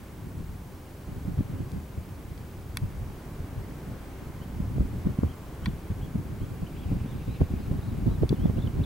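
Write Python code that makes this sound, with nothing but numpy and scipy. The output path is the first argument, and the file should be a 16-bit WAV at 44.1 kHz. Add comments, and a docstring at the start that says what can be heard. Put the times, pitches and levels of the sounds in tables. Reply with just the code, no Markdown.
"""Wind buffeting the two microphone ports of a hand-held camera in open bushland.
Gusts swell into a turbulent rumble and eddies thump across the ports. Behind them the trees hiss
and a far chorus of birds and insects flickers. The camera's electronics hiss and whine faintly,
and its plastic body clicks a few times. Halfway in, a distant bird starts a quickening series of
chirps that ends in a slurred whistle and two trills."""
import sys
import numpy as np
from scipy import signal
from scipy.io import wavfile
from scipy.ndimage import uniform_filter1d

SR = 44100
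rng = np.random.default_rng(int(sys.argv[2]) if len(sys.argv) > 2 else 0)


def bounce(signal):
    """Save signal as a 16-bit WAV file at the path given by the first command-line argument."""
    frames = np.transpose(np.atleast_2d(signal))
    limited = np.clip(frames, -1, 1)
    pcm = np.round(limited * 32767).astype(np.int16)
    wavfile.write(sys.argv[1], SR, pcm)


N = 390285
TIME = np.arange(N) / SR


def from_db(db):
    """Decibels to gain."""
    return 10 ** (np.asarray(db) / 20)


def unit_rms(x):
    """Scale to an rms of 1."""
    return x / np.sqrt(np.mean(x ** 2) + 1e-20)


def envelope(rows, column=1):
    """One column of a breakpoint table, drawn out to every sample."""
    columns = np.transpose(rows)
    return np.interp(TIME, columns[0], columns[column])


def at_hz(points, hz):
    """Read a curve on a log-frequency axis."""
    freqs, values = np.transpose(points)
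    return np.interp(np.log(hz), np.log(freqs), values)


def band(x, low_hz, high_hz):
    """Butterworth band-pass; the top edge stays at least a tenth above the bottom one."""
    edges = np.clip([low_hz, max(high_hz, 1.1 * low_hz)], 10, .45 * SR)
    return signal.sosfilt(signal.butter(2, edges, "band", fs=SR, output="sos"), x + 1e-18)


def drift(rate_hz):
    """Smooth random modulation with an rms of 1."""
    hop, settle = 40, 2000
    pole = np.exp(-2 * np.pi * rate_hz * hop / SR)
    white = rng.standard_normal(N // hop + settle + 2)
    slow = signal.lfilter([1], [1, -2 * pole, pole * pole], white)[settle:]
    return np.interp(np.arange(N) / hop, np.arange(len(slow)), unit_rms(slow))


def stereo(mid, side, correlation):
    """Mid and side to left and right; the lower the correlation, the wider the image."""
    correlation = np.clip(correlation, -1, 1)
    spread = np.sqrt(1 - correlation) * side * np.array([[1], [-1]])
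    return (np.sqrt(1 + correlation) * mid + spread) / np.sqrt(2)


def noise_bands(top_hz):
    """Half-octave bands of two unrelated noises, each as (centre_hz, (mid, side))."""
    edges = 18 * 2 ** np.arange(0, np.log2(top_hz / 18), .5)
    white = rng.standard_normal((2, 2, N))
    return [(np.sqrt(low * high), band(white[k % 2], low, high))
            for k, (low, high) in enumerate(zip(edges, edges[1:]))]


# The bed of wind between gusts, before the lulls: time_s, level_db
WIND_BED = [(0.0, -43), (0.5, -41), (0.8, -49), (1.3, -35.5), (1.9, -43), (2.6, -40), (3.2, -41.5),
            (4.1, -41.5), (4.9, -33.5), (5.45, -44), (6.0, -34), (6.7, -37.5), (7.3, -38), (7.9, -28.5),
            (8.85, -35.5)]
# Gusts striking the ports: peak_s, level_db, length_s
GUST_HITS = [(0.376, -34.5, 0.13), (1.084, -30, .03), (1.28, -25.8, 0.068), (1.391, -21.5, 0.051),
             (1.548, -33, 0.19), (1.752, -27.5, 0.065), (1.984, -34, 0.072), (2.305, -29, 0.036),
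             (2.833, -27, 0.056), (2.998, -34.5, 0.23), (3.412, -34.5, 0.063), (3.581, -29, 0.058),
             (3.879, -34.3, .081), (4.612, -29, 0.24), (4.801, -20.5, 0.1), (5.072, -22, 0.058),
             (5.237, -23.5, 0.081), (5.67, -28.3, 0.14), (5.908, -25, .035), (6.167, -25.5, 0.088),
             (6.422, -26.5, .038), (6.517, -30, 0.045), (6.627, -28.5, .037), (6.904, -26, 0.21),
             (7.286, -24.5, 0.028), (7.416, -17.9, 0.039), (7.522, -21, .051), (7.729, -26.2, 0.14),
             (8.083, -22, 0.1), (8.229, -17.5, 0.043), (8.314, -22, 0.05), (8.452, -23, 0.17),
             (8.573, -22, 0.047), (8.656, -22.5, 0.072), (8.781, -25, 0.1)]

def wind_db(rise_share=0.35, lull_db=3, lull_lengths=1.06):
    """Wind strength on the ports: each gust swells fast and dies more slowly; the bed ducks around it."""
    gust_power, lull = np.zeros(N), np.zeros(N)
    for peak_s, db, length_s in GUST_HITS:
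        near = np.abs(TIME - peak_s) < 2 * lull_lengths * length_s
        lengths = (TIME[near] - peak_s) / length_s
        swell = np.exp(-(lengths / np.where(lengths < 0, rise_share, 1 - rise_share)) ** 2)
        gust_power[near] += (from_db(db) * swell) ** 2
        lull[near] = np.maximum(lull[near], np.exp(-(lengths / lull_lengths) ** 2))
    bed = from_db(envelope(WIND_BED) - lull_db * lull)
    return 10 * np.log10(gust_power + bed ** 2)


# Tone curve of the rumble: freq_hz, gain_db
RUMBLE_EQ = [(20, -7.5), (45, 0), (100, 2.5), (170, -4), (300, -13.5), (420, -28), (600, -40),
             (1000, -51.5), (2000, -54), (5000, -59)]
# The slow ride of the breeze, shared with the trees: time_s, tree_hiss_db, rumble_tilt_db_per_octave
BREEZE_RIDE = [(0, -57, -4.5), (.6, -58, -0.5), (1.5, -56.3, 1.7), (2.66, -57, -5), (3.3, -54.5, -4.5),
               (3.9, -54.5, 3.5), (4.5, -55, -1.5), (5.4, -54.5, -2), (6.8, -55.5, 0.2), (8.85, -55, 1.5)]

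def rumble(strength_db, brighten=0.03, lumpy_db=3.0, widen_hz=400, waver_db=2.44, trim_db=-0.33):
    """Turbulence on the ports: a stronger gust is louder, and its smaller eddies are brighter and wider."""
    gust_db = strength_db - np.mean(strength_db)
    tilt = brighten * gust_db + envelope(BREEZE_RIDE, column=2)
    lumps, churn = drift(31.6), 0
    for hz, (mid, side) in noise_bands(5000):
        octaves = np.clip(np.log2(hz / 110), 0, 2)
        correlation = 1 / (1 + (hz / widen_hz) ** 2 * from_db(gust_db)) - .01
        gain = from_db(at_hz(RUMBLE_EQ, hz) + tilt * octaves + lumpy_db * lumps)
        churn = churn + gain * stereo(mid, side, correlation)
    # level out the churn over about 54 ms, so the gusts shape it and only quick lumps remain
    power = uniform_filter1d(np.mean(churn ** 2, axis=0), int(0.0536 * SR))
    return from_db(strength_db + trim_db + waver_db * drift(11)) * churn / np.sqrt(power + 1e-20)


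# Tone curve of wind in the trees: freq_hz, gain_db
TREE_EQ = [(100, 15.5), (350, 10.5), (550, 2.5), (850, 1.5), (1400, -4), (2300, -9.5), (3400, -16),
           (4700, -20), (6500, -21), (15000, -33.5)]
# Its stereo image, wider toward the top: freq_hz, correlation
TREE_IMAGE = [(200, 1), (600, 0.85), (1400, 0.65), (3000, 0.33), (8000, 0.053)]

def trees(patchy_db=0.4, trim_db=1.0):
    """Smooth, far hiss of wind in leaves and twigs, riding the breeze."""
    hiss = 0
    for hz, (mid, side) in noise_bands(19000):
        gain = from_db(at_hz(TREE_EQ, hz) + patchy_db * drift(2.2))
        hiss = hiss + gain * stereo(mid, side, at_hz(TREE_IMAGE, hz))
    midrange_rms = np.std(band(hiss, 800, 2500))
    return from_db(envelope(BREEZE_RIDE) + trim_db) * hiss / midrange_rms


# Fader ride of the far chorus: time_s, level_db
CHORUS_RIDE = [(0, -73), (3, -69.5), (6.3, -75), (6.9, -61), (7.6, -62.5), (8.3, -68), (8.85, -66)]
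# The bands it sings in: centre_hz, width_hz, gain_db
CHORUS_VOICES = [(2550, 560, -3), (3760, 560, -11), (4830, 350, -13.5)]

def chorus(flicker_db=2.5, correlation=0.82):
    """Many far birds and insects blur into a few flickering bands of noise."""
    blur = 0
    for hz, width_hz, db in CHORUS_VOICES:
        gain = from_db(db + flicker_db * drift(15))
        voices = band(rng.standard_normal((2, N)), hz - width_hz / 2, hz + width_hz / 2)
        blur = blur + gain * unit_rms(voices)
    return from_db(envelope(CHORUS_RIDE)) * stereo(*blur, correlation)


def electronics(hiss_db=-59.0, whine_hz=15625, whine_db=-72, fringe_db=-69):
    """The camera's even hiss and thin line whine, roughened by a fringe of noise."""
    hiss = from_db(hiss_db) * stereo(*rng.standard_normal((2, N)), correlation=0.9)
    whine = from_db(whine_db) * np.sin(2 * np.pi * whine_hz * TIME)
    low_hz = whine_hz - 110
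    fringe = from_db(fringe_db) * unit_rms(band(rng.standard_normal(N), low_hz, 1.1 * low_hz))
    return hiss + fringe + whine


# Thumps of the strongest eddies: centre_s, relative_db, nominal_pitch_hz, steepness (0-1)
EDDY_THUMPS = [(1.409, -6, 183, 0.1), (1.605, -16.5, 228, 0.37), (2.836, -12, 161, 0),
               (4.604, -12.5, 200, 0.02), (4.783, -19, 230, .7), (4.808, -9, 205, 0.4),
               (5.072, -8, 185, 0.34), (5.19, -8.5, 190, 0.05), (5.235, -8.5, 190, 0.9),
               (5.682, -14.5, 170, 0.08), (6.158, -9, 175, 0.18), (6.918, -11, 170, 0.33),
               (7.415, -8.5, 243, 0.75), (7.539, -14, 240, 0.2), (8.079, -7.5, 190, 0.3),
               (8.234, -11, 400, 0.5), (8.328, -5.5, 390, 0.26), (8.458, -2.5, 214, 0.14),
               (8.499, -9.5, 217, 0.3), (8.583, -15.5, 302, .85)]

def eddies(swing_s=0.0049, front_s=.0004, pitch_scale=0.83, phase_rad=0.86, uneven_db=2.5, trim_db=-5.0):
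    """Each eddy is a brief swing of pressure, with its own phase and level at each port."""
    thumps = np.zeros((2, N))
    for centre_s, db, hz, steepness in EDDY_THUMPS:
        polarity = np.sign(rng.standard_normal())
        phase = phase_rad * rng.standard_normal((2, 1))
        gain = from_db(db + trim_db + uneven_db * rng.standard_normal((2, 1)))
        near = np.abs(TIME - centre_s) < .03
        t = TIME[near] - centre_s
        # a steep front crowds part of the swing into a fraction of a millisecond
        cycles = t * hz * pitch_scale + 0.22 * steepness * np.tanh(t / front_s)
        swing = np.sin(2 * np.pi * cycles + phase) / np.cosh(np.pi * t / swing_s)
        thumps[:, near] += polarity * gain * swing
    return thumps


def across_ports(air, half_lag_s=0.00043):
    """The air reaches one port before the other as its direction swings."""
    shift_s = half_lag_s * np.tanh(drift(5.5))
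    return np.array([np.interp(TIME + way * shift_s, TIME, port) for way, port in zip((1, -1), air)])


def buffeting(duck_depth=0.37, power_floor=0.29, window_s=0.064, capsule_limit=.38):
    """The rumble ducks as eddies take part of a gust's energy; the capsules soft-clip the big swings."""
    strength_db, thumps = wind_db(), eddies()
    thump_power = uniform_filter1d(np.mean(thumps ** 2, axis=0), int(window_s * SR))
    eddy_share = thump_power / from_db(strength_db) ** 2
    duck = np.sqrt(np.clip(1 - duck_depth * eddy_share, power_floor, 1))
    air = across_ports(thumps + duck * rumble(strength_db))
    return capsule_limit * np.tanh(air / capsule_limit)


# Clicks of the camera body: start_s, relative_db, slip_s, low_hz, high_hz, crack_gain_db
BODY_CLICKS = [(1.717, -45, .001, 1800, 9000, 5), (2.377, -42, .001, 1800, 6000, -1),
               (2.771, -18.5, 0.00013, 860, 13000, -2), (5.6576, -19, 0.0065, 816, 3370, -16),
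               (8.2922, -23, 0.00096, 2920, 5270, -8.5)]
# Resonances of its plastic shell: pitch_hz, gain_db, t60_s
BODY_MODES = [(1050, -5.5, 0.014), (1500, -10, 0.023), (1857, -6.5, 0.017), (2276, -5, 0.021),
              (2620, -13, 0.027), (3380, 0, 0.013), (3610, -1.5, 0.008), (4020, -7.5, 0.022),
              (4594, -5, 0.021), (5130, -9, 0.011), (5700, -3, 0.012), (6800, -17, 0.0098),
              (9840, -5, 0.0086), (11600, -3, 0.0047), (13500, -6, .006)]

def clicks(grit=.2, crack_s=0.0016, phase_rad=0.44, pan_db=0.9, trim_db=-5.5):
    """A snap and a brief gritty slip set the plastic body ringing, under a dry crack."""
    out = np.zeros((2, N))
    size = SR // 10
    t = np.arange(size) / SR
    mode_hz, mode_db, t60_s = np.transpose(BODY_MODES)[:, :, None]
    decays = from_db(mode_db - 60 * t / t60_s)
    # neighbouring modes swing opposite ways, and each port hears them in its own phase
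    alternating = np.pi * np.arange(len(BODY_MODES))[:, None]
    for start_s, db, slip_s, low_hz, high_hz, crack_db in BODY_CLICKS:
        push = grit * rng.standard_normal(size) * np.exp(-(t / slip_s) ** 2)
        push[0] = 1   # the snap
        push = band(push / np.linalg.norm(push), low_hz, high_hz)
        skew = phase_rad * rng.choice([-1, 1], (len(BODY_MODES), 1))
        phase = alternating + np.array([skew, -skew])
        modes = np.sum(decays * np.sin(2 * np.pi * mode_hz * t + phase), axis=1)
        ring = signal.fftconvolve(modes, push[None], axes=1)[:, :size]
        burst = rng.standard_normal(size) * np.exp(-t / (crack_s + slip_s / 10))
        crack = from_db(crack_db) * band(burst, 2500, 11000)
        start = int(start_s * SR)
        out[:, start:start + size] += from_db(db + trim_db) * (ring + crack)
    return out * from_db([[pan_db], [-pan_db]])


# The bird's arched chirps: top_s, length_s, top_pitch_hz, relative_db, roughness (0-1)
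BIRD_CHIRPS = [(4.432, 0.039, 3200, -55, 0.42), (5.309, 0.055, 3320, -57.5, .3),
               (5.67, 0.063, 3470, -53, 0.2), (6.047, 0.063, 3400, -56, 0.29),
               (6.434, 0.067, 3300, -62, 0.44), (6.671, 0.012, 3130, -48, 0.4),
               (6.813, 0.11, 3420, -58, 0.44), (7.102, 0.092, 3690, -60, 0.5),
               (7.335, 0.099, 4080, -59, 0.32), (7.64, .10, 4300, -64, .3), (7.876, 0.14, 4150, -63, 0.56),
               (8.132, .11, 3980, -62, 0.25)]

def chirps(arch=0.2, rise_share=.6, warble=0.078, warble_hz=52, flutter_db=6.0, trim_db=-1.5):
    """Thin whistles that rise and then fall faster; the rough ones break into a warble."""
    song, flutter = np.zeros(N), drift(70)
    shake = np.sin(2 * np.pi * warble_hz * TIME + drift(8.9)) + 0.44 * drift(120)
    for top_s, length_s, top_hz, db, roughness in BIRD_CHIRPS:
        slope_s = length_s * np.where(TIME < top_s, rise_share, 1 - rise_share)
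        arc = (TIME - top_s) / slope_s   # -1 at the start, 0 on top, 1 at the end
        near = np.abs(arc) < 1
        hz = top_hz * (1 - arch * arc[near] ** 2) * (1 + warble * roughness * shake[near])
        gain = from_db(db + trim_db + flutter_db * roughness * flutter[near])
        fade = 1 - arc[near] ** 6
        song[near] += gain * fade * np.sin(2 * np.pi * np.cumsum(hz) / SR)
    return song


def whistle(hz):
    """A sine on a moving pitch, faded at both ends."""
    return signal.windows.tukey(len(hz), .1) * np.sin(2 * np.pi * np.cumsum(hz) / SR)


# Pitch bend of the slurred note: time_s, pitch_hz
SLUR_BEND = [(8.322, 2730), (8.336, 3580), (8.348, 3450), (8.366, 2810), (8.425, 3270), (8.462, 3570),
             (8.482, 2750)]

def slur(level_db=-59.0, flutter_db=1.5):
    """One whistle that leaps up, dips, climbs again and drops away."""
    song = np.zeros(N)
    near = (TIME > SLUR_BEND[0][0]) & (TIME < SLUR_BEND[-1][0])
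    song[near] = whistle(envelope(SLUR_BEND)[near])
    return song * from_db(level_db + flutter_db * drift(70))


# Trills that close the song: start_s, level_db
BIRD_TRILLS = [(8.57, -54.5), (8.812, -52)]

def trills(length_s=.116, held_hz=3450, flicks_per_s=41, sag=0.3, leap=0.31, dip_db=9, flutter_db=5.5):
    """Each trill climbs to its pitch, flicks upward again and again, quieter on each flick, and falls."""
    song = np.zeros(N)
    for start_s, db in BIRD_TRILLS:
        near = (TIME > start_s) & (TIME < start_s + length_s)
        t = TIME[near] - start_s
        ends = (2 * t / length_s - 1) ** 4
        flicks = (1 - np.abs(np.sin(np.pi * flicks_per_s * t))) ** 2 * (1 - ends)
        hz = held_hz * (1 - sag * ends + leap * flicks)
        song[near] += from_db(db - dip_db * flicks) * whistle(hz)
    return song * from_db(flutter_db * drift(70))


def bird(scatter_db=-8, scatter_s=0.015):
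    """The far song, smeared by scattering off the bush."""
    song = chirps() + slur() + trills()
    bush = rng.standard_normal((2, SR // 2)) * np.exp(-TIME[:SR // 2] / scatter_s)
    bush /= np.linalg.norm(bush, axis=1, keepdims=True)
    return song + from_db(scatter_db) * signal.fftconvolve(song[None], bush, axes=1)[:, :N]


def scene():
    """Wind on the ports and camera noises up close, the bush behind."""
    return buffeting() + trees() + clicks() + bird() + chorus() + electronics()


def record(dry, low_cut_hz=12, high_cut_hz=15800):
    """A gentle low cut under the rumble and a steep high cut just above the whine."""
    low_cut = signal.butter(1, low_cut_hz, "high", fs=SR, output="sos")
    high_cut = signal.ellip(12, .1, 80, high_cut_hz, fs=SR, output="sos")
    return signal.sosfilt(high_cut, signal.sosfilt(low_cut, dry))


dry = scene()
out = record(dry)
bounce(out)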